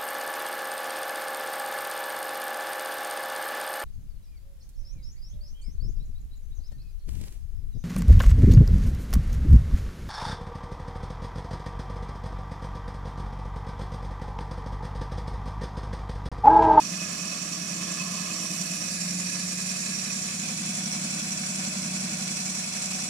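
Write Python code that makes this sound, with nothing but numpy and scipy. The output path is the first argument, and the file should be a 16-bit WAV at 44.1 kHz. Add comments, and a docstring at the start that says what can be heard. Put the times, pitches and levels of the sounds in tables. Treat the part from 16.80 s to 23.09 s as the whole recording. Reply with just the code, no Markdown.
"""A water-cooled diamond bandsaw grinds through a piece of coral that two hands feed along the table. The band
laps ten to eleven times a second: its kinks shake the frame into a throbbing drone, and its high spots make the
gritty grinding hiss flutter. Band, coral and table ring in the hiss, whose colour changes as the band enters
and bites, and once more later on. Behind it sit the rumble of the housing, a faint spray of cooling water and
the hum of the motor."""
import sys
import numpy as np
from scipy import signal
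from scipy.fft import rfft, irfft, next_fast_len
from scipy.io import wavfile
from scipy.ndimage import uniform_filter1d

SR = 44100
rng = np.random.default_rng(int(sys.argv[2]) if len(sys.argv) > 2 else 0)


def master_out(mix):
    """Clip the mix to full scale and print it as 16-bit PCM to the path in sys.argv[1]."""
    frames = np.transpose(np.atleast_2d(mix))
    ceiling = np.clip(frames, -1, 1)
    pcm = np.round(ceiling * 32767).astype(np.int16)
    wavfile.write(sys.argv[1], SR, pcm)


N = 277423
TIME = np.arange(N) / SR
FFT_SIZE = next_fast_len(N)
BINS_HZ = np.maximum(np.arange(FFT_SIZE // 2 + 1) * SR / FFT_SIZE, 1)

# partials of the motor hum: (harmonic number, rms level [dB])
HUM_PARTIALS = [(1, -60), (4, -70), (6, -66)]
# tone of the water spraying off the band: (frequency [Hz], relative level [dB])
SPRAY_EQ = [(1500, -10), (5000, 4.5), (9500, -32), (11300, 2), (15000, 0)]
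# tone of the housing's rumble: (frequency [Hz], relative level [dB])
HOUSING_EQ = [(20, -19), (45, -18.5), (75, -15), (115, -16), (145, -2), (185, 3), (235, -1), (270, -7),
              (310, 2.5), (350, -11.5), (420, -48), (900, -48)]
# speed of the band: (time [s], speed [laps/s])
BAND_SPEED = [(0.0, 9.806), (0.28, 10.077), (1.39, 10.152), (1.95, 9.828), (2.33, 10.549), (2.44, 10.458),
              (3.8, 11.471), (4.09, 11.184), (5.67, 11.01), (6.29, 11.127)]
# how hard the feed shakes the saw, a fader on drone and rumble: (time [s], relative level [dB])
FEED_FADER = [(0, -38.5), (1.4, -37), (1.95, -38.5), (2.15, -37.5), (2.3, -35), (2.8, -37), (3.36, -39),
              (3.7, -38), (3.96, -36), (4.71, -36.5), (5.3, -34.5), (5.95, -41), (6.29, -38)]
# kinks in the band that push the frame: (position [laps], entering [dB], biting [dB], deep [dB])
BAND_KINKS = [(.121, .8, -2.6, -5.3), (.146, .2, -1.7, -2.8), (.235, -12.9, -9.2, -15.8),
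              (.497, -14.3, -10.2, -4.8), (.593, -19.8, -8.6, -5.3), (.713, -45, -11.5, -18.6),
              (.787, -12.3, -18.4, -14.1)]
# ringing modes of the saw's frame: (frequency [Hz], width [Hz], relative level [dB])
FRAME_MODES = [(165, 37.8, -9.4), (186.9, 14.6, 0), (231.9, 14, -13), (305, 29.7, -20.5)]
# spots on the band that rub harder: (position [laps], width [laps], entering [dB], biting [dB], deep [dB])
BAND_HIGH_SPOTS = [(.27, .05, 2.9, 2.7, 3.9), (.5, .03, 2.0, 1.8, 3.0), (.67, .05, .4, 2.4, 2.9),
                   (.78, .04, 1.9, .7, 1.3)]
# fader on the grinding hiss: (time [s], level [dB])
HISS_FADER = [(0, -35), (.35, -35), (.92, -35), (1.46, -35), (1.54, -34.5), (1.97, -35), (2.1, -35),
              (2.4, -34.5), (2.9, -33.5), (3.8, -35), (4.1, -34.5), (4.7, -35.2), (6.29, -34.5)]
# base tone of the wet grinding: (frequency [Hz], left relative level [dB], right relative level [dB])
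GRINDING_EQ = [(452, -17, -13), (483, -18, -16), (506, -11, -11.5), (765, -13.5, -16), (814, -31, -22.5),
               (1020, -22, -20.5), (1340, -25, -17), (1590, -23.5, -19), (3260, -17, -19), (3620, -16, -14),
               (4890, -8, -8), (5350, -14, -13), (6520, -14.5, -7), (8000, -18, -12.5), (9390, -12, -14),
               (10540, -22.5, -31), (11250, -24, -29), (15000, -30, -34)]
# stereo image of the grinding between the resonances: (frequency [Hz], left-right correlation)
GRINDING_IMAGE = [(340, 0.63), (440, -0.0023), (780, 0.025), (1000, -0.39), (1450, 0.95), (2000, 0.4),
                  (3450, 0.11), (4300, 0.02)]
# resonances and hollows of band, coral and table, one set as the band enters, one as it bites, one for the
# later colour: (frequency [Hz], width [Hz], left gain [dB], right gain [dB], left-right correlation)
ENTERING_RESONANCES = [(650, 87, 0.8, 7.5, 0.27), (984, 100, -7, -13.5, 0.44), (1050, 236, 8, 14, 0.72),
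                       (1240, 190, 10.5, 3.5, 0.72), (1700, 87, 9.5, 13, 0.15),
                       (2216, 610, 7.5, 8.5, -0.061), (2554, 110, 5.5, 17, 0.57),
                       (2930, 452, 6.5, 2.2, 0.2), (3410, 61, 1.5, 8, 0.46), (4390, 117, -13, 8.5, -0.03),
                       (5030, 860, -3, 0, 0.01), (5680, 670, -0.5, 14, 0.41), (6750, 470, 8, 2, 0.04),
                       (7470, 610, 5.8, 9.5, -0.07), (8860, 820, 6.5, 3, 0.065),
                       (9040, 450, -1, -13, -0.16), (10464, 380, 7.5, 11, -0.06)]
BITING_RESONANCES = [(700, 340, 0.1, 4, 0.13), (842, 128, 3.5, -1.5, -0.21), (1167, 290, 8.5, 3.5, 0.75),
                     (1685, 110, 8, 12.5, 0.03), (2185, 800, 10, 9, -0.23), (2526, 195, 5.5, 15, -0.018),
                     (3983, 170, -3, 6.5, -0.17), (4500, 90, 0.7, 7, 0.21), (4880, 1200, -3.5, -3, 0.15),
                     (5670, 1070, 5, 15.5, -0.047), (6380, 790, -3, -8, -0.13), (7170, 1130, 17, 15, -0.1),
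                     (7140, 300, -11, -8, -0.03), (8700, 440, 9.5, -4, 0.05), (10500, 882, 11, 3, -0.03)]
LATE_RESONANCES = [(814, 203, 7.5, -8.5, -0.29), (880, 670, 4.5, 13.5, -0.35), (1220, 170, -1, 0, 0.76),
                   (1680, 30, -18, -7.5, 0.22), (1525, 1130, 11.5, 2, 0.25), (1680, 120, 2, 14, -0.56),
                   (2300, 340, 9, 13.5, 0.094), (2581, 153, 15.0, 16.5, -0.6), (2888, 200, 1, 3.6, 0.17),
                   (3410, 350, 2.5, 10, -0.042), (3710, 108, -2.0, -3, -0.16), (4130, 210, -3, 9, -0.32),
                   (4660, 177, 2.5, -1.5, 0.011), (5000, 130, -19, -3, -0.2), (5270, 390, 10, 8.5, -0.1),
                   (5845, 600, 8.8, 12, 0.00076), (7010, 440, 8, 8, -0.55), (7710, 830, 13.5, 10, -0.0095),
                   (8695, 380, 10.5, -3, 0.078), (9400, 281, 5.5, 0, -0.1), (10563, 720, 13.5, 4.5, -0.17)]
# resonances that ring in spurts: (frequency [Hz], width [Hz], depth [dB], rate [Hz])
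CHATTER_BANDS = [(1700, 200, 2.5, 14), (2560, 340, 3.0, 34), (4450, 320, 2.5, 14), (5750, 800, 2.5, 24),
                 (7150, 1100, 2.5, 24)]
# single resonances swell or sink: (peak time [s], spread [s], frequency [Hz], width [Hz], gain [dB])
RESONANCE_RIDES = [(1.38, 0.19, 1100, 280, 5.5), (1.7, 0.22, 1200, 410, -4), (1.573, 0.056, 7450, 700, 4.5),
                   (1.9, 0.064, 2560, 220, 5), (2.145, 0.065, 4900, 420, 4), (3, 0.042, 6400, 480, 2),
                   (3.7, 0.33, 3350, 700, 2.5), (2.13, 0.09, 3200, 400, -4), (5.05, .5, 610, 59, 6.5),
                   (0.24, .03, 2560, 220, 5.5), (1.2, 0.024, 2560, 220, 9), (3.7, .45, 6800, 430, 1.5),
                   (5, 0.97, 1460, 110, 5)]

# crossfades: the band starts to bite; later the ringing of the hiss changes colour; the drone deepens: (start
# [s], length [s])
BITE, RING_CHANGES, SHAKE_DEEPENS = (1.89, 0.31), (3.2, 0.85), (2.7, 0.38)
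# trims at each stage: (entering [dB], biting [dB], deep [dB])
RUMBLE_DB, ROAR_DB = (-9.5, -13, -11.5), (2, -0.5, -2.5)
TONE_DB, THROB_DB = (2, 2.5, -1), (1, -2, 1)


def from_db(db):
    """Decibels to gain."""
    return np.exp(np.asarray(db) * (np.log(10) / 20))


def unit_rms(x):
    """Scale to rms 1."""
    return x / np.sqrt(np.mean(x ** 2) + 1e-20)


def automation(rows):
    """A breakpoint curve at every sample."""
    return np.interp(TIME, *np.transpose(rows))


def spectrum(rows):
    """Each column of a frequency table at every bin."""
    hz, *columns = np.transpose(rows)
    return np.array([np.interp(np.log(BINS_HZ), np.log(hz), column) for column in columns])


def equalise(x, db):
    """Filter by a gain in dB for each frequency bin."""
    return irfft(rfft(x, FFT_SIZE) * from_db(db), FFT_SIZE)[..., :N]


def isolate(x, hz, width_hz):
    """Flat-topped band-pass around one resonance."""
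    return equalise(x, -20 * np.log10(1 + (2 * (BINS_HZ - hz) / width_hz) ** 4))


def low_share(corner_hz):
    """A weight that falls from 1 in the bass through 1/2 at the corner."""
    return 1 / (1 + (BINS_HZ / corner_hz) ** 2)


def crossover(low, high, share):
    """Equal-power blend of two unrelated noises; share is the first one's part in each bin."""
    share = np.clip(share, 1e-6, 1 - 1e-6)
    return equalise(low, 10 * np.log10(share)) + equalise(high, 10 * np.log10(1 - share))


def stereo_image(noises, correlation, db):
    """Use two unrelated noises as mid and side, with a correlation and an EQ across frequency."""
    correlation = np.clip(correlation, -.99, .99)
    first, second = rfft(noises, FFT_SIZE)
    mid = first * np.sqrt((1 + correlation) / 2)
    side = second * np.sqrt((1 - correlation) / 2)
    return irfft(np.array([mid + side, mid - side]) * from_db(db), FFT_SIZE)[:, :N]


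def drift(rate_hz):
    """Smooth random modulation of rms 1: noise at every 40th sample through two one-pole low-passes."""
    pole = np.exp(-2 * np.pi * rate_hz * 40 / SR)
    noise = rng.standard_normal(N // 40 + 2002)
    slow = signal.lfilter([1], [1, -2 * pole, pole * pole], noise)[2000:]   # once the filter has settled
    return np.interp(np.arange(N) / 40, np.arange(len(slow)), unit_rms(slow))


def bump(offset, spread):
    """A Gaussian swell of height 1."""
    return np.exp(-.5 * (offset / spread) ** 2)


def ramp(start_s, length_s):
    """Glide from 0 to 1 over a span of time."""
    return np.clip((TIME - start_s) / length_s, 0, 1)


def by_stage(stage, values):
    """Glide between the values for entering (0), biting (1) and deep (2)."""
    return np.interp(stage, np.arange(len(values)), values)


def motor_hum(hz=101, waver_db=1.6):
    """The motor hums at twice the mains rate, with faint overtones, and wavers a little."""
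    hum = sum(from_db(db) * np.sqrt(2) * np.sin(2 * np.pi * harmonic * hz * TIME)
              for harmonic, db in HUM_PARTIALS)
    return hum * from_db(waver_db * drift(rate_hz=9))


def water_spray(level_db=-54):
    """Cooling water leaves the band as a faint, even hiss."""
    return from_db(level_db) * unit_rms(equalise(rng.standard_normal((2, N)), spectrum(SPRAY_EQ)))


def housing_rumble(stage):
    """The shaken housing lays a bed of low, nearly centred noise under the drone."""
    rumble = stereo_image(rng.standard_normal((2, N)), correlation=0.74, db=spectrum(HOUSING_EQ))
    return from_db(by_stage(stage, RUMBLE_DB)) * unit_rms(rumble)


def kink_pushes(laps, stage, uneven_db=0.96, jitter_s=0.00011):
    """Each kink knocks the frame once a lap, never quite alike in timing or weight."""
    pushes = np.zeros(N)
    for position, *levels_db in BAND_KINKS:
        passes = np.arange(int(laps[-1] - position) + 1) + position
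        times_s = np.interp(passes, laps, TIME)
        late, harder = rng.standard_normal((len(times_s), 2)).T
        at = np.clip(((times_s + jitter_s * late) * SR).astype(int), 0, N - 1)
        pushes[at] += from_db(by_stage(stage[at], levels_db) + uneven_db * harder)
    return pushes


def frame_ring(pushes, low_hz=127, high_hz=256, mount_limit=2.0):
    """The frame's modes ring on from push to push, overlapping and beating into a throb."""
    ring = np.zeros(N)
    for k, (hz, width_hz, db) in enumerate(FRAME_MODES):
        mode = signal.lfilter(*signal.iirpeak(hz, hz / width_hz, fs=SR), pushes)
        ring += (-1) ** k * from_db(db) * mode
    ring = np.tanh(unit_rms(ring) / mount_limit)   # the mounts soft-clip the widest swings
    skirts = (low_hz / BINS_HZ) ** 12 + (BINS_HZ / high_hz) ** 12
    return unit_rms(equalise(ring, -10 * np.log10(1 + skirts)))


def frame_drone(laps, stage, harmonic=17, build_s=0.27):
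    """The frame throbs, and a lap harmonic near its main mode holds a steady tone, firmest in the bite."""
    rocking = unit_rms(from_db(0.51 * drift(rate_hz=36)))   # the coral rocks on the table
    ring = frame_ring(kink_pushes(laps, stage))
    carrier = np.exp(2j * np.pi * harmonic * laps)
    # a narrow band-pass that tracks the harmonic
    tone = 2 * np.real(carrier * uniform_filter1d(ring / carrier, size=int(build_s * SR)))
    throb = ring - tone
    return rocking * (tone * from_db(by_stage(stage, TONE_DB)) + throb * from_db(by_stage(stage, THROB_DB)))


def contact_pressure(laps, stage, uneven=0.35, flutter_db=1.0):
    """High spots rub through the cut once a lap, never twice with quite the same force."""
    db = np.zeros(N)
    for position, width, *levels_db in BAND_HIGH_SPOTS:
        laps_away = (laps - position + .5) % 1 - .5
        db += by_stage(stage, levels_db) * bump(laps_away, width)
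    db *= 1 + uneven * np.tanh(drift(rate_hz=1.6))
    db += flutter_db * np.tanh(drift(rate_hz=40))
    return unit_rms(from_db(db))


def grit(clicks_per_s=13000, spread_db=2.0, click_share=0.071):
    """Diamond grains chip the coral in dense tiny clicks over the smooth hiss of the slurry."""
    sizes = from_db(spread_db * np.minimum(rng.exponential(1, N), 4))
    struck = rng.random(N) < clicks_per_s / SR
    clicks = unit_rms(sizes * struck * rng.standard_normal((2, N)))
    return np.sqrt(click_share) * clicks + np.sqrt(1 - click_share) * rng.standard_normal((2, N))


def coating(laps, points=4096):
    """The coarse relief of the diamond coating is a noise loop that returns every lap."""
    relief = rng.standard_normal((2, points))
    return np.array([np.interp(laps % 1 * points, np.arange(points), side) for side in relief])


def scraping(laps, pressure, loop_share=0.49, slosh_db=1.5):
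    """Coating rumbles low, slurry swishes in the mids, chipping under pressure fills the treble."""
    chips = pressure * grit()
    slurry = from_db(slosh_db * drift(rate_hz=23)) * rng.standard_normal((2, N))
    wet_grit = crossover(unit_rms(slurry), chips, low_share(corner_hz=3100))
    return crossover(pressure * coating(laps), wet_grit, loop_share * low_share(corner_hz=1200))


def reflections(x, level_db=-18, decay_s=0.011, above_hz=900, taps=800):
    """Table, guard and hands scatter the treble back as tight early reflections."""
    echoes = rng.standard_normal((2, taps)) * np.exp(-np.arange(taps) / SR / decay_s)
    echoes /= np.linalg.norm(echoes, axis=1, keepdims=True)
    scattered = signal.fftconvolve(x, echoes, axes=1)[:, :N]
    return x + equalise(scattered, level_db - 10 * np.log10(1 + (above_hz / BINS_HZ) ** 2))


def chatter(force):
    """The band grabs and lets go, so several resonances ring in spurts of their own."""
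    for hz, width_hz, depth_db, rate_hz in CHATTER_BANDS:
        spurts = unit_rms(from_db(depth_db * np.tanh(drift(rate_hz))))
        force = force + isolate(force, hz, width_hz) * (spurts - 1)
    return force


def resonate(force, resonances, eq_db):
    """Band, coral and table add bell-shaped peaks and hollows, each with its own stereo width."""
    correlation, = spectrum(GRINDING_IMAGE)
    for hz, width_hz, left_db, right_db, own_correlation in resonances:
        detune = 2 * (BINS_HZ - hz) / width_hz
        eq_db = eq_db + np.outer([left_db, right_db], 1 / (1 + detune ** 2))
        correlation += (own_correlation - correlation) * bump(detune, 1)
    return stereo_image(force, correlation, eq_db)


def ride_resonances(hiss):
    """Single resonances in the hiss swell or sink, some in brief flares, some over seconds."""
    out = hiss.copy()
    for peak_s, spread_s, hz, width_hz, db in RESONANCE_RIDES:
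        gain = from_db(db * bump(TIME - peak_s, spread_s))
        out += isolate(hiss, hz, width_hz) * (gain - 1)
    return out


def bite_glare(hiss, peak_s=1.82, spread_s=0.32, boost_db=4.5, above_hz=8600):
    """The top end brightens as the band starts to bite, then falls back."""
    top = equalise(hiss, -20 * np.log10(1 + (above_hz / BINS_HZ) ** 6))
    gain = from_db(boost_db * bump(TIME - peak_s, spread_s))
    return hiss + top * (gain - 1)


def grinding_hiss(laps, stage, low_cut_hz=280, roar_hz=1500):
    """The scrape rings band, coral and table; one set of resonances crossfades into the next."""
    pressure = contact_pressure(laps, stage)
    force = chatter(reflections(scraping(laps, pressure)))
    base_db = spectrum(GRINDING_EQ) - 20 * np.log10(1 + (low_cut_hz / BINS_HZ) ** 4)
    hiss = np.zeros((2, N))
    for k, resonances in enumerate([ENTERING_RESONANCES, BITING_RESONANCES, LATE_RESONANCES]):
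        layer = resonate(force, resonances, base_db + ROAR_DB[k] * low_share(roar_hz))
        fade = np.maximum(1 - abs(stage - k), 0)
        hiss += fade * layer / np.std(layer.mean(axis=0))
    return bite_glare(ride_resonances(from_db(automation(HISS_FADER)) * hiss))


def scene(drone_trim_db=-1):
    """The mix: grinding and spray spread wide, drone, rumble and hum near the centre."""
    laps = np.cumsum(automation(BAND_SPEED)) / SR
    ring_stage = ramp(*BITE) + ramp(*RING_CHANGES)
    shake_stage = ramp(*BITE) + ramp(*SHAKE_DEEPENS)
    hiss = grinding_hiss(laps, ring_stage)
    drone = from_db(drone_trim_db) * frame_drone(laps, shake_stage)
    low_end = from_db(automation(FEED_FADER)) * (drone + housing_rumble(shake_stage))
    pan = from_db([[-.2], [.2]])   # a touch to the right
    return hiss + pan * low_end + water_spray() + motor_hum()


def record(dry, cutoff_hz=15000):
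    """A steep low-pass takes the air off the mix."""
    return signal.sosfilt(signal.ellip(12, .1, 80, cutoff_hz, fs=SR, output="sos"), dry)


dry = scene()
out = record(dry)
master_out(out)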